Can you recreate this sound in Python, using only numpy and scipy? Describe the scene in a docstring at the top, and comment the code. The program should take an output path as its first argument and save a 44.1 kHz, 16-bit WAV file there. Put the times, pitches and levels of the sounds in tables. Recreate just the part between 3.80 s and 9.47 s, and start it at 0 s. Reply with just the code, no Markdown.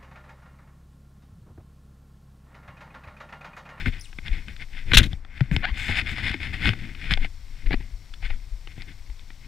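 """A concrete path up to a house on a still evening, heard from a small camera in the walker's hand.
Steps thud up through the body, and a thin chirp echoes in the yard. Just after 1 s the fingers regrip:
a loud scrape right on the microphone port, knocks, and a squeak while the hand half covers the port.
A sleeve brushes by; from 2 s rubbing strokes and sharp ticks ring the plastic shell. After 3.5 s the
hand quietens and soles scuff below. Soft air and faint, far insects lie behind it all."""
import sys
import numpy as np
from scipy import signal
from scipy.fft import rfft, irfft, next_fast_len
from scipy.io import wavfile
from scipy.ndimage import map_coordinates

SR = 44100
rng = np.random.default_rng(int(sys.argv[2]) if len(sys.argv) > 2 else 0)


def bounce(signal):
    """Save signal as a 16-bit WAV file at the path given by the first command-line argument."""
    frames = np.transpose(np.atleast_2d(signal))
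    limited = np.clip(frames, -1, 1)
    pcm = np.round(limited * 32767).astype(np.int16)
    wavfile.write(sys.argv[1], SR, pcm)


N = 250047

# fingers sliding on the case, centimetres from the microphone:
# (time of fastest moment [s], rise [s], fall [s], friction level [dB], shudder level [dB])
FINGER_STROKES = [(0.01, 0.047, 0.036, -35, -36.5), (0.075, 0.028, .03, -31.5, -26),
                  (0.133, 0.018, 0.082, -41.5, -44.5), (0.48, 0.042, .025, -38.5, -40),
                  (0.532, .025, 0.095, -39.5, -41), (0.692, 0.032, 0.059, -46, -41),
                  (0.822, 0.035, 0.021, -38.5, -43.5), (0.976, 0.062, 0.066, -41, -46.5),
                  (1.135, 0.053, 0.09, -32.5, -30), (1.22, 0.04, 0.043, -33, -20.5),
                  (1.325, 0.028, 0.034, -47, -42), (1.575, 0.087, 0.14, -43.5, -54),
                  (1.728, 0.013, 0.067, -34.5, -26.5), (1.81, 0.11, 0.18, -42.5, -36.5),
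                  (2.0, 0.072, 0.18, -33, -43.5), (2.109, 0.069, .05, -27.5, -34),
                  (2.184, 0.053, 0.04, -22.5, -31.5), (2.286, 0.042, 0.083, -31.5, -32),
                  (2.399, 0.071, 0.028, -33.5, -40), (2.477, 0.11, 0.081, -27, -32),
                  (2.635, 0.039, 0.1, -33, -33.5), (2.737, 0.0071, 0.033, -29.5, -32.5),
                  (2.864, 0.067, 0.064, -24.5, -25.5), (3.014, 0.096, 0.16, -44, -38.5),
                  (3.262, 0.087, 0.071, -37, -38.5), (3.323, 0.027, 0.026, -24.5, -27),
                  (3.452, 0.062, 0.021, -36.5, -34), (3.81, 0.14, 0.068, -54, -56.5),
                  (3.935, 0.074, 0.031, -43, -34), (4.019, 0.058, 0.073, -52, -47.5),
                  (4.451, 0.024, 0.034, -36.5, -49), (4.504, 0.017, 0.052, -42, -45.5),
                  (4.915, 0.042, 0.03, -50.5, -51), (5.01, 0.044, 0.034, -44, -42),
                  (5.09, 0.038, 0.054, -48, -46), (5.64, 0.034, 0.074, -55.5, -53.5)]
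# a finger scraping right on the port: (time [s], length [s], level [dB], treble tilt [dB/octave])
PORT_SCRAPES = [(1.134, 0.0044, -11.5, -6), (1.142, .018, -16, 0.5), (1.1697, 0.0064, -4, 1),
                (1.18, .003, -7.5, 4), (1.188, 0.017, -20, -4.5), (1.23, 0.012, -29, 0),
                (1.244, 0.022, -40.5, 0)]
# ticks and creaks of the case: (time [s], level [dB], centre [Hz], relative tap level [dB], t60 [s])
CASE_TICKS = [(.058, -16, 1700, -17, 0.023), (0.328, -35.5, 2030, -11, 0.016),
              (0.3858, -23, 2030, -20, 0.016), (0.481, -21.5, 3050, -32, .012),
              (0.6823, -26.5, 2600, -22, 0.014), (0.7638, -32, 3300, -28, 0.013),
              (1.1176, -4.5, 2080, -17, 0.0087), (1.3304, -21, 3460, -5, 0.0075),
              (1.4486, -32, 1670, -7.5, 0.0091), (1.6063, -17.5, 1830, -7.5, 0.014),
              (1.7127, -19, 1910, -8.5, 0.013), (1.7637, -5.5, 3020, -11, 0.0075),
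              (1.8422, -31, 1880, -16, 0.014), (1.852, -14, 1890, -22, 0.011),
              (2.382, -18.5, 2220, -12, 0.011), (2.5414, -10, 2190, -11, 0.0073),
              (2.603, -24, 2080, -16, 0.014), (2.8563, -2.5, 2260, -20, 0.0065),
              (2.872, -12, 2430, -34, 0.013), (2.8905, -1.5, 2490, -19, 0.0065),
              (2.934, -18.5, 2240, -7, 0.0086), (3.148, -34.5, 2640, -29, 0.034),
              (3.3085, -10, 2350, -37, 0.014), (3.337, -1.5, 3700, -22, .0065),
              (3.3732, -18.5, 2500, -3.5, 0.011), (3.445, -20, 2120, -9.5, 0.027),
              (4.3374, -31, 4200, -17, 0.018), (4.8726, -29, 2620, -6.5, 0.012),
              (5.02, -23.5, 3870, -28, 0.0078), (5.3937, -35, 3660, -23, 0.0095)]
# fingertips landing on the case: (time [s], level [dB], settled pitch [Hz], t60 [s])
FINGER_KNOCKS = [(0.387, -16, 123, 0.013), (1.119, -11.5, 72, 0.1), (1.153, -9.5, 98.7, 0.14),
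                 (1.174, -5.5, 85, 0.056), (1.211, -15, 171.5, 0.066), (1.331, -23, 115.3, 0.057),
                 (1.6122, -3.5, 118, 0.069), (1.7147, -10.5, 123, 0.1), (1.766, -11.5, 99, 0.067),
                 (2.093, -17.5, 103, 0.15), (2.541, -25.5, 264, 0.092), (2.891, -16, 96, 0.16),
                 (3.932, -19, 150, 0.022), (3.94, -9, 190, 0.025), (4.005, -21, 120, 0.022),
                 (4.979, -22, 109.2, 0.035)]
# skin squeaking on plastic: (time [s], pitch [Hz], level [dB])
SKIN_SQUEAK = [(1.825, 485.4, -45.5), (1.838, 596, -27.5), (1.843, 675, -26), (1.855, 731, -21),
               (1.859, 780, -39), (1.87, 845, -35.5), (1.9, 1058, -34), (1.915, 1070, -46)]
# a sleeve brushing past the port: (time [s], length [s], level [dB])
SLEEVE_BRUSHES = [(1.712, 0.035, -53), (1.964, 0.14, -49.5), (2.15, 0.037, -52.5), (2.28, 0.042, -53.5)]
# how far the hand covers the port: (time [s], cover [0-1])
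PORT_COVER = [(1.33, 0.05), (1.42, 0.78), (1.52, 0.67), (1.57, 0.31), (1.68, 0.42), (1.74, 0.5),
              (1.9, 0.16), (2.0, 0.03)]
# footfalls and bumps carried to the camera: (middle time [s], level [dB], pitch [Hz], half length [s])
BODY_THUDS = [(0.08, -16, 54, 0.014), (0.519, -15, 40.5, 0.014), (1.186, -5, 34, 0.013),
              (1.338, -22.5, 72, 0.008), (1.927, -18.5, 51, 0.015), (3.331, -16, 54, 0.0054),
              (3.408, -18, 17.6, 0.058), (3.878, -13.5, 33, 0.018), (3.96, -15.5, 19, 0.015),
              (4.138, -26.5, 39.7, 0.029), (4.452, -18, 30, 0.024), (4.525, -19, 16.8, 0.054),
              (4.734, -25, 38, 0.02), (5.308, -27, 40.5, 0.02)]
# soles on the concrete below: (time [s], length [s], level [dB], relative hollow level [dB])
SOLE_SCUFFS = [(2.087, 0.01, -31, 2), (3.86, .012, -38, -17), (3.907, 0.0028, -28, -1),
               (3.917, 0.0056, -30, -7), (3.928, 0.0075, -24.5, -36), (3.939, 0.0052, -28, -4.5),
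               (4.004, 0.0075, -48.5, -3), (4.426, 0.0031, -39.5, -4.5), (4.454, 0.0094, -42.5, -20),
               (4.502, 0.0037, -32.5, -6.5), (4.979, 0.0016, -50, 6.5), (5.298, 0.0037, -49.5, -3.5),
               (5.503, 0.0019, -41, -10)]
# a thin chirp in the yard, rising briefly and then falling: (time [s], pitch [Hz], level [dB])
YARD_CHIRP = [(.196, 4700, -41), (.207, 5080, -49), (.213, 5620, -26), (.228, 4700, -56), (.245, 4050, -47),
              (.258, 2950, -51), (.268, 2440, -66), (.29, 2050, -76)]
# resonances of the plastic shell: (centre [Hz], half width [Hz], lift [dB])
SHELL_RESONANCES = [(770, 130, 6), (1530, 70, 5), (2150, 130, 6), (2490, 100, 4), (3050, 130, 3),
                    (3520, 230, 9), (4280, 120, 6), (4720, 110, 4), (5130, 240, 10), (6950, 180, 10),
                    (7900, 450, 8), (9280, 330, 15), (12150, 350, 11)]

# tone colours at the microphone, each (frequency [Hz], relative level [dB])
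FRICTION_SPECTRUM = [(150, -26.5), (400, -25), (600, -19), (1100, -16), (1900, 2), (2400, -0.5), (3000, -7),
                     (4000, -14.5), (5000, -22), (6000, -32), (9000, -39.5), (11000, -46), (15000, -51)]  # skin sliding on plastic
SHUDDER_SPECTRUM = [(30, -4), (70, 8), (110, 1.5), (165, -3), (270, -7), (420, -20.5), (700, -32.5),
                    (1500, -52.5)]  # the case shaking in the grip
SCRAPE_SPECTRUM = [(100, -4.5), (300, -2.5), (600, -19), (1050, -16), (1550, 0), (2700, 1), (3800, 5),
                   (4600, -10.5), (5500, -11.5), (7000, -13), (8500, -20.5), (10500, -20.5), (15500, -36)]  # a finger on the port
TICK_SPECTRUM = [(200, -22), (700, -17.5), (1500, 1.5), (2800, 1.5), (4500, -5.5), (6500, -16),
                 (10000, -21), (15000, -31)]  # plastic snapping
HOLLOW_SPECTRUM = [(80, -13), (200, 0.5), (350, -3), (550, -10.5), (800, -1.5), (1300, -22), (2500, -30),
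                   (6000, -62.5)]  # the hollow body of ticks and scuffs
SQUEAK_SPECTRUM = [(400, -16), (720, 3), (1000, -7), (1600, 8), (3200, -2), (3900, -11.5), (4700, -11),
                   (5800, -53)]  # squeaking skin
SLEEVE_SPECTRUM = [(1000, -29), (3000, 8.5), (5000, -3), (7500, 5), (10500, -10.5), (15000, -10.5)]  # hissing cloth
GRIT_SPECTRUM = [(300, 7.5), (700, -9), (1150, -8.5), (2000, 10.5), (3200, -1.5), (4600, -8), (6000, -39),
                 (15000, -49)]  # grit under a sole
RUMBLE_SPECTRUM = [(8, -23), (18, 0.5), (30, -6), (60, -16), (110, -24), (250, -58), (600, -92)]  # the carrying arm
CHIRP_SPECTRUM = [(1500, -8), (2500, 15.5), (5500, -4), (9200, 6.5), (11000, -17), (14000, -16)]  # the shrill chirp
AIR_SPECTRUM = [(120, 8), (250, 4.5), (450, -1), (1000, 1.5), (2200, -8), (3000, -2), (4500, 2),
                (6200, -4.5), (8000, -5.5), (10000, -13), (15000, -14.5)]  # open evening air


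def rubbing(slips_per_s=900, flutter_db=1.17, resting_grip_db=-63.5):
    """Sliding fingers make a stream of tiny slips over smooth friction, ringing the shell."""
    strokes = [(db, swell(s, rise, fall)) for s, rise, fall, db, _ in FINGER_STROKES]
    slips = (rng.random(N) < slips_per_s / SR) * rng.standard_normal(N)
    force = (unit(slips) + rng.standard_normal(N)) * amp(flutter_db * wobble(130))
    ringing = filtered(force, lambda hz: gain(FRICTION_SPECTRUM, hz) * shell(hz))
    return power_sum(resting_grip_db, strokes) * unit(ringing)


def shell(hz):
    """Gain of the plastic shell around the microphone, lifted at its resonances."""
    return amp(sum(db * np.exp(-((hz - centre) / width) ** 2) for centre, width, db in SHELL_RESONANCES))


def case_shudder(resting_grip_db=-58.5):
    """In each stroke the skin catches and shakes the case; even a resting grip is never quite still."""
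    catching = amp(3 * wobble(45))
    shaking = noise(lambda hz: gain(SHUDDER_SPECTRUM, hz)) * catching
    return power_sum(resting_grip_db, shudder_swells()) * unit(shaking)


def shudder_swells(spread=1.33):
    """Each stroke's (level [dB], envelope) of shaking, spread times as long as its friction."""
    return [(db, swell(s, spread * rise, spread * fall)) for s, rise, fall, _, db in FINGER_STROKES]


def port_scrapes(t60=0.024, attack=0.00043, chatter_db=3):
    """Right on the microphone port each slip is loud and bright, and chatters as the skin catches."""
    out = np.zeros(N)
    chatter = amp(chatter_db * wobble(500))
    for s, length, db, tilt_db in PORT_SCRAPES:
        tilt = lambda hz: amp(tilt_db * np.log2(np.maximum(hz, 1200) / 3000))
        smooth = slide_envelope(length, attack, t60)
        envelope = smooth * chatter[round(s * SR):][:len(smooth)]
        envelope *= np.linalg.norm(smooth) / np.linalg.norm(envelope)
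        add(out, s, amp(db) * burst(lambda hz: gain(SCRAPE_SPECTRUM, hz) * tilt(hz), envelope))
    return out


def case_ticks(attack=0.00093, focus_db=7, focus_octaves=0.45, edge_ratio=1.3,
               tail_db=-30, tail_t60=0.036, clean_t60=0.0077):
    """The case snaps under the grip: a short ring in the shell over a hollow tap."""
    out, t = np.zeros(N), np.arange(SR // 10) / SR
    for s, db, centre_hz, hollow_db, t60 in CASE_TICKS:
        decay = amp(-60 * t / t60) + amp(tail_db - 60 * t / tail_t60)
        envelope = (1 - np.exp(-t / attack)) * decay
        focus = lambda hz: amp(focus_db * np.exp(-(np.log2((hz + 1) / centre_hz) / focus_octaves) ** 2))
        rolloff = lambda hz: 1 / np.sqrt(1 + (hz / (edge_ratio * centre_hz)) ** 4)  # lower is duller
        colour = lambda hz: gain(TICK_SPECTRUM, hz) * shell(hz) * focus(hz) * rolloff(hz)
        snap = burst(colour, envelope, impact=(clean_t60 / t60) ** 2)  # shorter is cleaner
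        tap = amp(hollow_db) * burst(lambda hz: gain(HOLLOW_SPECTRUM, hz), envelope)
        add(out, s, amp(db) * (snap + tap))
    return out


def finger_knocks(pitch_lift=0.68, settle=0.005, attack=0.0025):
    """A fingertip thumps the case; the pitch sags unevenly as the flesh gives way."""
    out, t = np.zeros(N), np.arange(SR // 4) / SR
    give = 1 + 0.14 * wobble(260)
    for s, db, hz, t60 in FINGER_KNOCKS:
        pitch_hz = hz * (1 + pitch_lift * np.exp(-t / settle)) * give[round(s * SR):][:len(t)]
        envelope = amp(db - 60 * t / t60) * (1 - np.exp(-t / attack))
        add(out, s, -envelope * np.sin(2 * np.pi * np.cumsum(pitch_hz) / SR))
    return out


def skin_squeak():
    """Skin on the plastic beside the microphone gives a rough, rubbery, rising squeak."""
    return glide(SKIN_SQUEAK, SQUEAK_SPECTRUM, jitter=0.1, partials=7)


def sleeve(attack=0.01, t60=0.13):
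    """Cloth passing close over the port gives a dry hiss."""
    contact = np.zeros(N)
    for s, length, db in SLEEVE_BRUSHES:
        add(contact, s, amp(db) * slide_envelope(length, attack, t60, size=SR // 3))
    return contact * amp(1.2 * wobble(200)) * noise(lambda hz: gain(SLEEVE_SPECTRUM, hz))


def hand_over_port(x, full_cover_db=-15, corner_hz=2300):
    """A hand over the microphone port takes the treble away."""
    cover, = curves(PORT_COVER)
    low = filtered(x, lambda hz: 1 / (1 + (hz / corner_hz) ** 6))
    return low + (x - low) * amp(full_cover_db * cover)


def footfalls():
    """Each footfall reaches the microphone through the body as one soft push and rebound."""
    out = np.zeros(N)
    for s, db, hz, half_length in BODY_THUDS:
        t = np.arange(N) / SR - s
        out -= amp(db) * np.exp(-(t / half_length) ** 2) * np.sin(2 * np.pi * hz * t)
    return out


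def sole_scuffs(t60=0.014, attack=0.00026):
    """Down on the path a sole grinds the grit, dull and hollow."""
    out = np.zeros(N)
    for s, length, db, hollow_db in SOLE_SCUFFS:
        envelope = slide_envelope(length, attack, t60)
        grit = burst(lambda hz: gain(GRIT_SPECTRUM, hz), envelope)
        hollow = amp(hollow_db) * burst(lambda hz: gain(HOLLOW_SPECTRUM, hz), envelope)
        add(out, s, amp(db) * (grit + hollow))
    return out


def arm_sway(floor_db=-40, jolt_db=-14, nudge_db=-1):
    """The carrying arm rumbles, more around each footfall and whenever the fingers push the case."""
    jolts = [(db + jolt_db, swell(s, rise=0.11, fall=0.17)) for s, db, _, _ in BODY_THUDS]
    nudges = [(db + nudge_db, envelope) for db, envelope in shudder_swells()]
    return power_sum(floor_db, jolts + nudges) * noise(lambda hz: gain(RUMBLE_SPECTRUM, hz))


def yard_chirp(echo_db=-9, echo_t60=0.42):
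    """A faint high chirp, smeared by the yard's echo."""
    chirp = glide(YARD_CHIRP, CHIRP_SPECTRUM, jitter=0.04, partials=3)
    t = np.arange(SR // 4) / SR
    yard = rng.standard_normal(len(t)) * amp(-60 * t / echo_t60)
    echo = signal.fftconvolve(chirp, yard / np.linalg.norm(yard))[:N]
    return chirp + amp(echo_db) * echo


def evening(air_db=-59.0, insect_db=-69, insect_hz=5520, insect_width_hz=260):
    """Soft air all around, and far from the microphone a narrow band of insects."""
    air = amp(air_db) * noise(lambda hz: gain(AIR_SPECTRUM, hz))
    chorus = amp(insect_db + 0.89 * wobble(9))
    insects = chorus * noise(lambda hz: np.exp(-((hz - insect_hz) / insect_width_hz) ** 2))
    return air + insects


def glide(rows, spectrum, jitter, partials, rough_db=3):
    """A short harmonic tone, unsteady in pitch and strength."""
    pitch_hz, db = curves(rows)
    t = np.arange(N) / SR
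    sounding = (t > rows[0][0]) & (t < rows[-1][0])
    phase = 2 * np.pi * np.cumsum(pitch_hz * (1 + jitter * wobble(1300))) / SR
    tone = sum(np.sin(k * phase + wobble(250)) for k in range(1, partials + 1))
    tone *= amp(rough_db * wobble(600))
    tone = filtered(tone, lambda hz: gain(spectrum, hz))
    return tone / tone[sounding].std() * amp(db) * sounding


def burst(response, envelope, impact=0):
    """A short random force rings a body with its envelope's energy; impact adds a clean blow on top."""
    size = len(envelope)
    force = rng.standard_normal(size) * envelope
    force[np.argmax(envelope)] += impact * np.linalg.norm(envelope)
    ringing = irfft(rfft(force) * minimum_phase(response, size), size)
    return ringing * np.linalg.norm(envelope) / np.linalg.norm(ringing)


def minimum_phase(response, size):
    """The filter with this gain that rings only after it is struck."""
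    log_gain = np.log(np.maximum(response(np.fft.rfftfreq(size, 1 / SR)), 1e-6))
    cepstrum = irfft(log_gain, size)
    cepstrum[1:size // 2] *= 2
    cepstrum[size // 2 + 1:] = 0
    return np.exp(rfft(cepstrum))


def slide_envelope(length, attack, t60, size=SR // 10):
    """A short slide that dies away when the surfaces stick."""
    t = np.arange(size) / SR
    return (1 - np.exp(-t / attack)) * amp(-60 * np.maximum(t - length, 0) / t60)


def swell(s, rise, fall, drop_db=14.5, roundness=1.51):
    """A movement is fastest at time s, and drop_db weaker one rise earlier or one fall later."""
    t = np.arange(N) / SR - s
    from_peak = np.minimum(np.maximum(-t / rise, t / fall), 10)
    return amp(-drop_db * from_peak ** roundness)


def power_sum(floor_db, movements):
    """Strength of overlapping (level [dB], envelope) movements over a steady floor."""
    return np.sqrt(amp(floor_db) ** 2 + sum((amp(db) * envelope) ** 2 for db, envelope in movements))


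def amp(db):
    return 10 ** (np.asarray(db) / 20)


def unit(x):
    return x / np.sqrt(np.mean(x ** 2) + 1e-20)


def gain(points, hz):
    """Gain of (frequency [Hz], level [dB]) points joined on a log axis."""
    point_hz, db = np.transpose(points)
    return amp(np.interp(np.log(hz + 1), np.log(point_hz + 1), db))


def curves(rows):
    """One value per sample for each column after the time."""
    times, *columns = np.transpose(rows)
    return [np.interp(np.arange(N) / SR, times, column) for column in columns]


def wobble(rate):
    """A smooth random curve, rate knots a second."""
    knots = rng.standard_normal(int(N * rate / SR) + 4)
    return map_coordinates(knots, [np.arange(N) * rate / SR])


def filtered(x, response):
    """x shaped by a gain that depends on frequency."""
    size = x.shape[-1]
    padded = next_fast_len(size + 8192)
    return irfft(rfft(x, padded) * response(np.fft.rfftfreq(padded, 1 / SR)), padded)[..., :size]


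def noise(response):
    """Coloured noise of rms 1."""
    return unit(filtered(rng.standard_normal(N), response))


def add(track, s, x):
    """Mix x into the track from time s."""
    start = max(round(s * SR), 0)
    track[start:start + len(x)] += x[:N - start]


def scene(left_db=2.95, right_db=-4.55, hiss_db=-90.5):
    """Everything reaches both channels, the left one stronger; each has its own faint hiss."""
    steps = footfalls() + sole_scuffs() + arm_sway()
    hand = sleeve() + case_shudder() + finger_knocks() + case_ticks() + port_scrapes() + skin_squeak()
    at_microphone = steps + hand + yard_chirp() + hand_over_port(rubbing() + evening())
    hiss = amp(hiss_db) * rng.standard_normal((2, N))
    return at_microphone * amp([[left_db], [right_db]]) + hiss


def record(dry, band_limit_hz=15600):
    """The loudest scrape overloads the camera, which keeps nothing above its band limit."""
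    return filtered(np.clip(dry, -1, 1), lambda hz: 1 / (1 + (hz / band_limit_hz) ** 120))


dry = scene()
out = record(dry)
bounce(out)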